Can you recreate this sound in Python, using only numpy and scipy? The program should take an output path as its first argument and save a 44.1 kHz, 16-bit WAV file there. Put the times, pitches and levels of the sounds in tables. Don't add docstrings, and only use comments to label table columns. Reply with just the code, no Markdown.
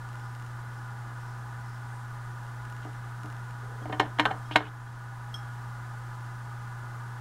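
import sys
import numpy as np
from scipy import signal
from scipy.fft import rfft, irfft
from scipy.io import wavfile
from scipy.ndimage import uniform_filter1d

SR = 44100
rng = np.random.default_rng(int(sys.argv[2]) if len(sys.argv) > 2 else 0)


def inscribe(sig):
    pcm = np.round(np.clip(np.atleast_2d(sig).T, -1, 1) * 32767)
    wavfile.write(sys.argv[1], SR, pcm.astype(np.int16))


def linear_from_db(decibels):
    return 10 ** (np.asarray(decibels, float) / 20)


N = 317816


def evened(x):
    return x / np.sqrt(np.mean(x ** 2) + 1e-20)


def read(points, hz):
    f, value = np.transpose(points)
    return np.interp(np.log(hz + 1), np.log(f + 1), value)


def add(mix, s, sound):
    part = mix[round(s * SR):][:len(sound)]
    part += sound[:len(part)]


def resonate(x, hz, width):
    turn = np.exp(2j * np.pi * np.cumsum(hz * np.ones(len(x))) / SR)
    r = np.exp(-np.pi * width / SR)
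    smooth = signal.lfilter([1 - r], [1, -r], x / turn + 1e-18)
    return 2 * (turn * smooth).real


def coloured(points):
    hz = np.fft.rfftfreq(N, 1 / SR)
    spectrum = rfft(rng.standard_normal(N)) * linear_from_db(read(points, hz))
    return evened(irfft(spectrum, N))


def drift(top_hz):
    t = np.arange(0, N + 512, 512) / SR
    slow = 0
    for f in np.geomspace(top_hz / 20, top_hz, num=20):
        slow = slow + np.sin(2 * np.pi * (f * t + rng.random())) / np.sqrt(f)
    return np.interp(np.arange(N) / SR, t, evened(slow))


def ring(hz, db, t60, size, phase=0):
    t = np.arange(size)[:, None] / SR
    tones = linear_from_db(db - 60 * t / t60) * np.sin(2 * np.pi * hz * t + phase)
    return tones.sum(1)


def swish(rows, spread):
    s, db, hz = np.transpose(rows)
    t = np.arange(s[0], s[-1], 1 / SR)
    grain_db = 1.5 * evened(uniform_filter1d(rng.standard_normal(len(t)), size=90))
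    rub = rng.standard_normal(len(t)) * linear_from_db(grain_db)
    for _ in range(2):
        rub = resonate(rub, np.interp(t, s, hz), spread * hz.mean())
    loudness = linear_from_db(np.interp(t, s, db))
    return s[0], loudness * evened(rub) * signal.windows.tukey(len(t), .2)


def fan():
    # (pitch [Hz], width [Hz], level [dB])
    housing = [(842, 59, -0.5), (998.5, 170, 4.5), (1204, 224, 6.5), (1422.4, 114, 4.5), (1658, 105, -1),
               (2025, 18, -12), (359.5, 5.7, -15), (706.5, 22, -14)]
    # (frequency [Hz], level [dB])
    rumble = [(20, -1), (48, -1.5), (59, 4), (70, -4), (100, -1), (150, -4), (250, -7.5), (550, -13.5),
              (900, -9), (2300, -28), (4000, -43)]
    air = rng.standard_normal(N)
    whir = np.zeros(N)
    for hz, width, db in housing:
        width = 1.21 * width
        hollow = resonate(resonate(air, hz, width), hz, width)
        whir += linear_from_db(db) * evened(hollow)
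    whir_db = -47 + 0.15 * drift(5.9)
    return linear_from_db(whir_db) * evened(whir) + linear_from_db(-52) * coloured(rumble)


def hum():
    # (frequency [Hz], level [dB rms])
    hum_tones = [
        (119.95, -39.7),
        (15734.04, -87.3),
        (15747.5, -91),
    ]
    t = np.arange(N) / SR
    tones = np.zeros(N)
    for hz, db in hum_tones:
        tones += linear_from_db(db) * np.sqrt(2) * np.sin(2 * np.pi * hz * (t - .052))
    return tones * linear_from_db(0.16 * drift(2.3))


def lens_motor():
    # (frequency [Hz], decay time t60 [s], level [dB])
    tick_tones = [(1500, .007, 0), (2200, .004, -2), (2850, .009, -3), (3800, .0025, -2), (5300, .0025, -3),
                  (6800, .003, -4), (8500, .002, -7)]
    # (time of second step [s], gap after the first [s], peak level [dB])
    focus_runs = [
        (.131, .041, -44),
        (.399, .048, -42),
        (2.7001, .047, -41.5),
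        (3.3014, .042, -42),
    ]
    # (delay [s], delay [s])
    run_delays = (.025, .066)
    # (first [dB], second [dB], third [dB], fourth [dB])
    run_levels = (-.5, -.5, -.5, -1.5)
    # (time [s], peak level [dB])
    steps = [
        (2.4334, -50),
        (2.467, -47),
        (2.82, -50),
        (2.8334, -47),
        (2.8494, -43),
        (2.933, -45),
        (3.234, -40),
        (3.509, -42.5),
    ]
    hz, t60, db = np.transpose(tick_tones)
    tick = ring(hz, db, t60, size=900)
    tick = tick / abs(tick).max()
    out = np.zeros(N)
    for s, gap, peak_db in focus_runs:
        for delay, more_db in zip((-gap, 0, *run_delays), run_levels):
            add(out, s + delay, linear_from_db(peak_db + more_db + 8.0) * tick)
    for s, peak_db in steps:
        add(out, s, linear_from_db(peak_db + 8.0) * tick)
    return out


def brush_strokes():
    # (time of the middle [s], peak level [dB], resonance [Hz])
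    strokes = [
        (.25, -69, 5200),
        (.77, -70, 5200),
        (1.27, -68, 5270),
        (1.72, -67, 5250),
        (1.96, -68, 8500),
    ]
    half_s, ends_db = .09, -6
    out = np.zeros(N)
    for s, db, hz in strokes:
        rows = [(s - half_s, db + ends_db, hz), (s, db, hz), (s + half_s, db + ends_db, hz)]
        add(out, *swish(rows, .17))
    return out


def sloshes():
    # (start [s], length [s], peak level [dB], first pitch [Hz], last pitch [Hz])
    pushes = [
        (2.815, 0.066, -60, 2800, 3200),
        (3.6, 0.49, -54.5, 420, 520),
        (4.017, 0.11, -56, 2650, 3400),
        (4.509, 0.046, -39.5, 2540, 3400),
        (4.535, .024, -61, 4500, 4700),
        (4.604, 0.084, -51, 3320, 2200),
        (4.646, 0.05, -47.5, 2250, 3560),
    ]
    rise = 0.26
    out = np.zeros(N)
    for s, length, db, from_hz, to_hz in pushes:
        start = (s, db - 6, from_hz)
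        top = (s + rise * length, db, from_hz + rise * (to_hz - from_hz))
        end = (s + length, db - 16, to_hz)
        add(out, *swish([start, top, end], 0.32))
    return out


def clatter(mode_hz, mode_db, size):
    # (frequency [Hz], level [dB])
    colour = [(150, 0), (300, -2), (600, 2.5), (1000, -3), (2200, -8), (4300, 1), (4800, -3), (8000, -1),
              (11000, -4), (15000, -26)]
    # (frequency [Hz], decay time t60 [s])
    decay = [(150, 0.47), (500, 0.23), (1500, 0.49), (2600, 0.14), (4000, 0.15), (6000, 0.062),
             (12000, 0.057)]
    hz, t, z = signal.stft(rng.standard_normal(size), SR, nperseg=256, noverlap=224)
    colour_db = read(colour, hz) + np.interp(hz, mode_hz, uniform_filter1d(mode_db, size=5))
    z = z * linear_from_db(colour_db[:, None] - 60 * t / read(decay, hz)[:, None])
    return signal.istft(z, SR, nperseg=256, noverlap=224)[1][:size]


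def wood_crack(t):
    u = t * 1500 - 1.3
    crack = np.exp(-3.5 * u ** 2) * (np.sin(2 * np.pi * u) + 0.59 * np.sin(2 * np.pi * 2.15 * u))
    crack = crack + linear_from_db(-13) * np.roll(crack, round(.0033 * SR))
    return crack / crack.max()


def knock(side, ring_db, rise_ms, dull_db, crack_db):
    # (frequency [Hz], decay time t60 [s], mean
    # level [dB], swing of the level with the side struck [dB], loudest side [turns])
    table_top = [
        (303, .17, -6.5, 8, .66),
        (433, .18, -18, 20, .26),
    ]
    jar_modes = [(630, .07, -6.5, 5.5, .68), (752, .16, -2.5, 8.5, .25), (825, .08, -13, 15.5, .25),
                 (940, .13, -5.5, 4.5, .64), (1038, .14, -6, 3, .2), (1165, .1, -8.5, 13, .89),
                 (1205, .08, -8, 2.5, .8), (1290, .08, -10.5, 4, .9), (1473, .12, -13.5, 7, .78),
                 (1527, .14, -7, 6.5, .98), (1600, .12, -7.5, 1.5, .9), (1782, .14, -13, 4.5, .4),
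                 (1880, .11, -13, 3, .5), (2165, .11, -11.5, 7, .69),
                 (2390, .07, -28, 9.5, .55), (2478, .07, -22, 9, .73), (2820, .07, -13, 1.5, .75),
                  (3079, .13, -17.5, 1.5, .4), (3365, .09, -21, 1.5, .04), (3749, .11, -28, 7.5, .81),
                  (4080, .1, -27.5, 6, .55), (4272, .08, -27.5, 4.5, .2), (5373, .13, -37, 5, .5),
                  (6188, .12, -38.5, 5, .27), (6691, .09, -38, 1, .54), (7497, .08, -36.5, 7.5, .3),
                  (8188, .08, -40.5, 5.5, .26), (8965, .07, -44, 6, .3)]
    hz, t60, mean_db, swing_db, loudest = np.transpose(table_top + jar_modes)
    levels = mean_db + swing_db * np.cos(2 * np.pi * (side - loudest))
    t = np.arange(12000) / SR
    phase = 2 * np.pi * rng.random(len(hz))
    table = hz < 500
    glass = ring(hz[~table], levels[~table], t60[~table], size=len(t), phase=phase[~table])
    boom = ring(hz[table], levels[table] + 4.0, 1.13 * t60[table], size=len(t), phase=phase[table])
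    boom *= 1 - np.exp(-t / 0.0012)
    rattle = clatter(hz, levels, size=len(t))
    first = SR // 100
    glass = glass + linear_from_db(-7) * rattle * np.std(glass[:first]) / np.std(rattle[:first])
    early_burst = 1 + 2.65 * np.exp(-t / 0.0052)
    onset = 1 - np.exp(-(1000 * t / rise_ms) ** 2)
    body = (glass * early_burst + boom) * onset
    f = np.fft.rfftfreq(16384, 1 / SR)
    dullness = linear_from_db(-dull_db * np.log2(1 + f / 600))
    body = irfft(rfft(body, 16384) * dullness)[:len(t)]
    return linear_from_db(ring_db) * body / np.std(body[:first]) + linear_from_db(crack_db) * wood_crack(t)


def nudges():
    # (time [s], ringing level [dB rms], side struck [turns], dullness [dB per octave])
    soft_touches = [
        (2.849, -41.5, 0.49, 10),
        (2.866, -46.5, 0.32, 13),
        (3.2413, -42.5, 0.45, 18),
        (3.255, -56, 0.26, 19),
        (3.816, -44.5, 0.46, 18),
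        (3.874, -52, .54, 10),
        (3.922, -39.5, 0.8, -4),
        (4.652, -47, 0.7, -2),
    ]
    out = np.zeros(N)
    for s, ring_db, side, dull_db in soft_touches:
        add(out, s, knock(side, ring_db, 3.4, dull_db, -np.inf))
    return out


def clink(peak_db, dull_db):
    rim_hz = [3252, 3269, 5335, 5378, 6110, 8484, 8540, 10390, 11510]
    # (level [dB], decay time t60 [s])
    rim_tones = [(0, .065), (-19, .33), (-13, .17), (-15, .13), (-21, .14), (-23, .13), (-28, .1),
                 (-33, .07), (-28, .13)]
    hz = np.array(rim_hz)
    db, t60 = np.transpose(rim_tones)
    rim = ring(hz, db - dull_db * np.log2(np.minimum(hz, 5400) / 3000), t60, size=12000)
    rim = rim * (1 - np.exp(-np.arange(12000) / 60.))
    tick = ring(np.array([4200, 5600, 7200, 10000]), np.array([-14, -16, -23, -20]), 0.0081, size=12000)
    return linear_from_db(peak_db) * (rim / abs(rim).max() + tick)


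def clinks():
    # (time [s], peak level [dB], dullness [dB per octave])
    rim_touches = [
        (3.822, -55, 4),
        (4.247, -51, -10),
        (4.457, -52, -7),
        (4.537, -50, -10),
        (4.872, -57, 4),
        (5.3415, -29.5, .1),
    ]
    out = np.zeros(N)
    for s, peak_db, dull_db in rim_touches:
        add(out, s, clink(peak_db, dull_db))
    return out


def knocks():
    # (time [s], ringing level [dB rms], side struck [turns], dullness [dB per octave], crack peak level [dB])
    handle_hits = [(3.855, -35, 0.52, 7, -59), (3.896, -34.5, 0.41, 6.5, -43), (3.927, -32, 0.49, 0.5, -30),
                   (3.94, -40.5, .38, 0, -50), (3.9968, -17.5, .47, -2.8, -13),
                   (4.1857, -28, 0.47, -1, -27), (4.196, -18, .54, -4.2, -3),
                   (4.2537, -21, .07, -1.5, -10.5), (4.2588, -26, .07, -.5, -13),
                   (4.3064, -31.5, 0.44, 2.5, -35), (4.3114, -30, 0.42, -0.5, -31),
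                   (4.509, -35.5, 0.54, -0.5, -43), (4.555, -24.5, 0.4, 2, -42),
                   (4.5588, -16.5, .66, -5.9, .3), (4.605, -33.5, 0.14, 7, -29)]
    out = np.zeros(N)
    for s, ring_db, side, dull_db, crack_db in handle_hits:
        add(out, s, knock(side, ring_db, 1.65, dull_db, crack_db))
    return out


def jar():
    out = sloshes() + nudges() + clinks() + knocks()
    return signal.sosfilt(signal.butter(2, 90., "high", fs=SR, output="sos"), out)


def scene():
    return (fan() + hum() + lens_motor() + brush_strokes() + jar())[None]


def hiss():
    # (frequency [Hz], level [dB per Hz])
    hiss_colour = [(1350, -54), (2300, -3.5), (3070, 1), (4140, -1.5), (7510, -3), (8340, -3),
                   (12900, -11.5), (14800, -15), (15800, -23)]
    return linear_from_db(-61.5) * coloured(hiss_colour)


def add_sensor_whine(x):
    whine_hz, frames_per_s = 7867, 29.97
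    t = np.arange(N) / SR
    frame = (t + 0.02) * frames_per_s
    sign = 1 - 2 * (frame // 1 % 2)
    blips = sign * np.exp(-(frame % 1) / .1) * np.sin(2 * np.pi * whine_hz * t)
    return signal.lfilter(*signal.iirnotch(whine_hz, 40., SR), x) + linear_from_db(-65) * blips


def gain_control(x):
    level_db = 20 * np.log10(abs(uniform_filter1d(abs(x[0]), 44)) + 1e-9)
    over_db = 0.85 * np.maximum(level_db + 13, 0)
    recovery_db = np.arange(N) / SR * 4.5
    cut_db = np.maximum.accumulate(over_db + recovery_db) - recovery_db
    return x / linear_from_db(signal.lfilter([.0006], [1, -.9994], cut_db))


def band_limit(x):
    return signal.sosfilt(signal.butter(12, 15780, fs=SR, output="sos"), x)


def record(dry):
    x = add_sensor_whine(dry + hiss())
    x = gain_control(x)
    x = signal.oaconvolve(x, signal.firwin(801, 15850, fs=SR)[None], "same")
    x = np.tanh(x / 1.3) * 1.3
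    return band_limit(x)


dry = scene()
out = record(dry)
inscribe(out)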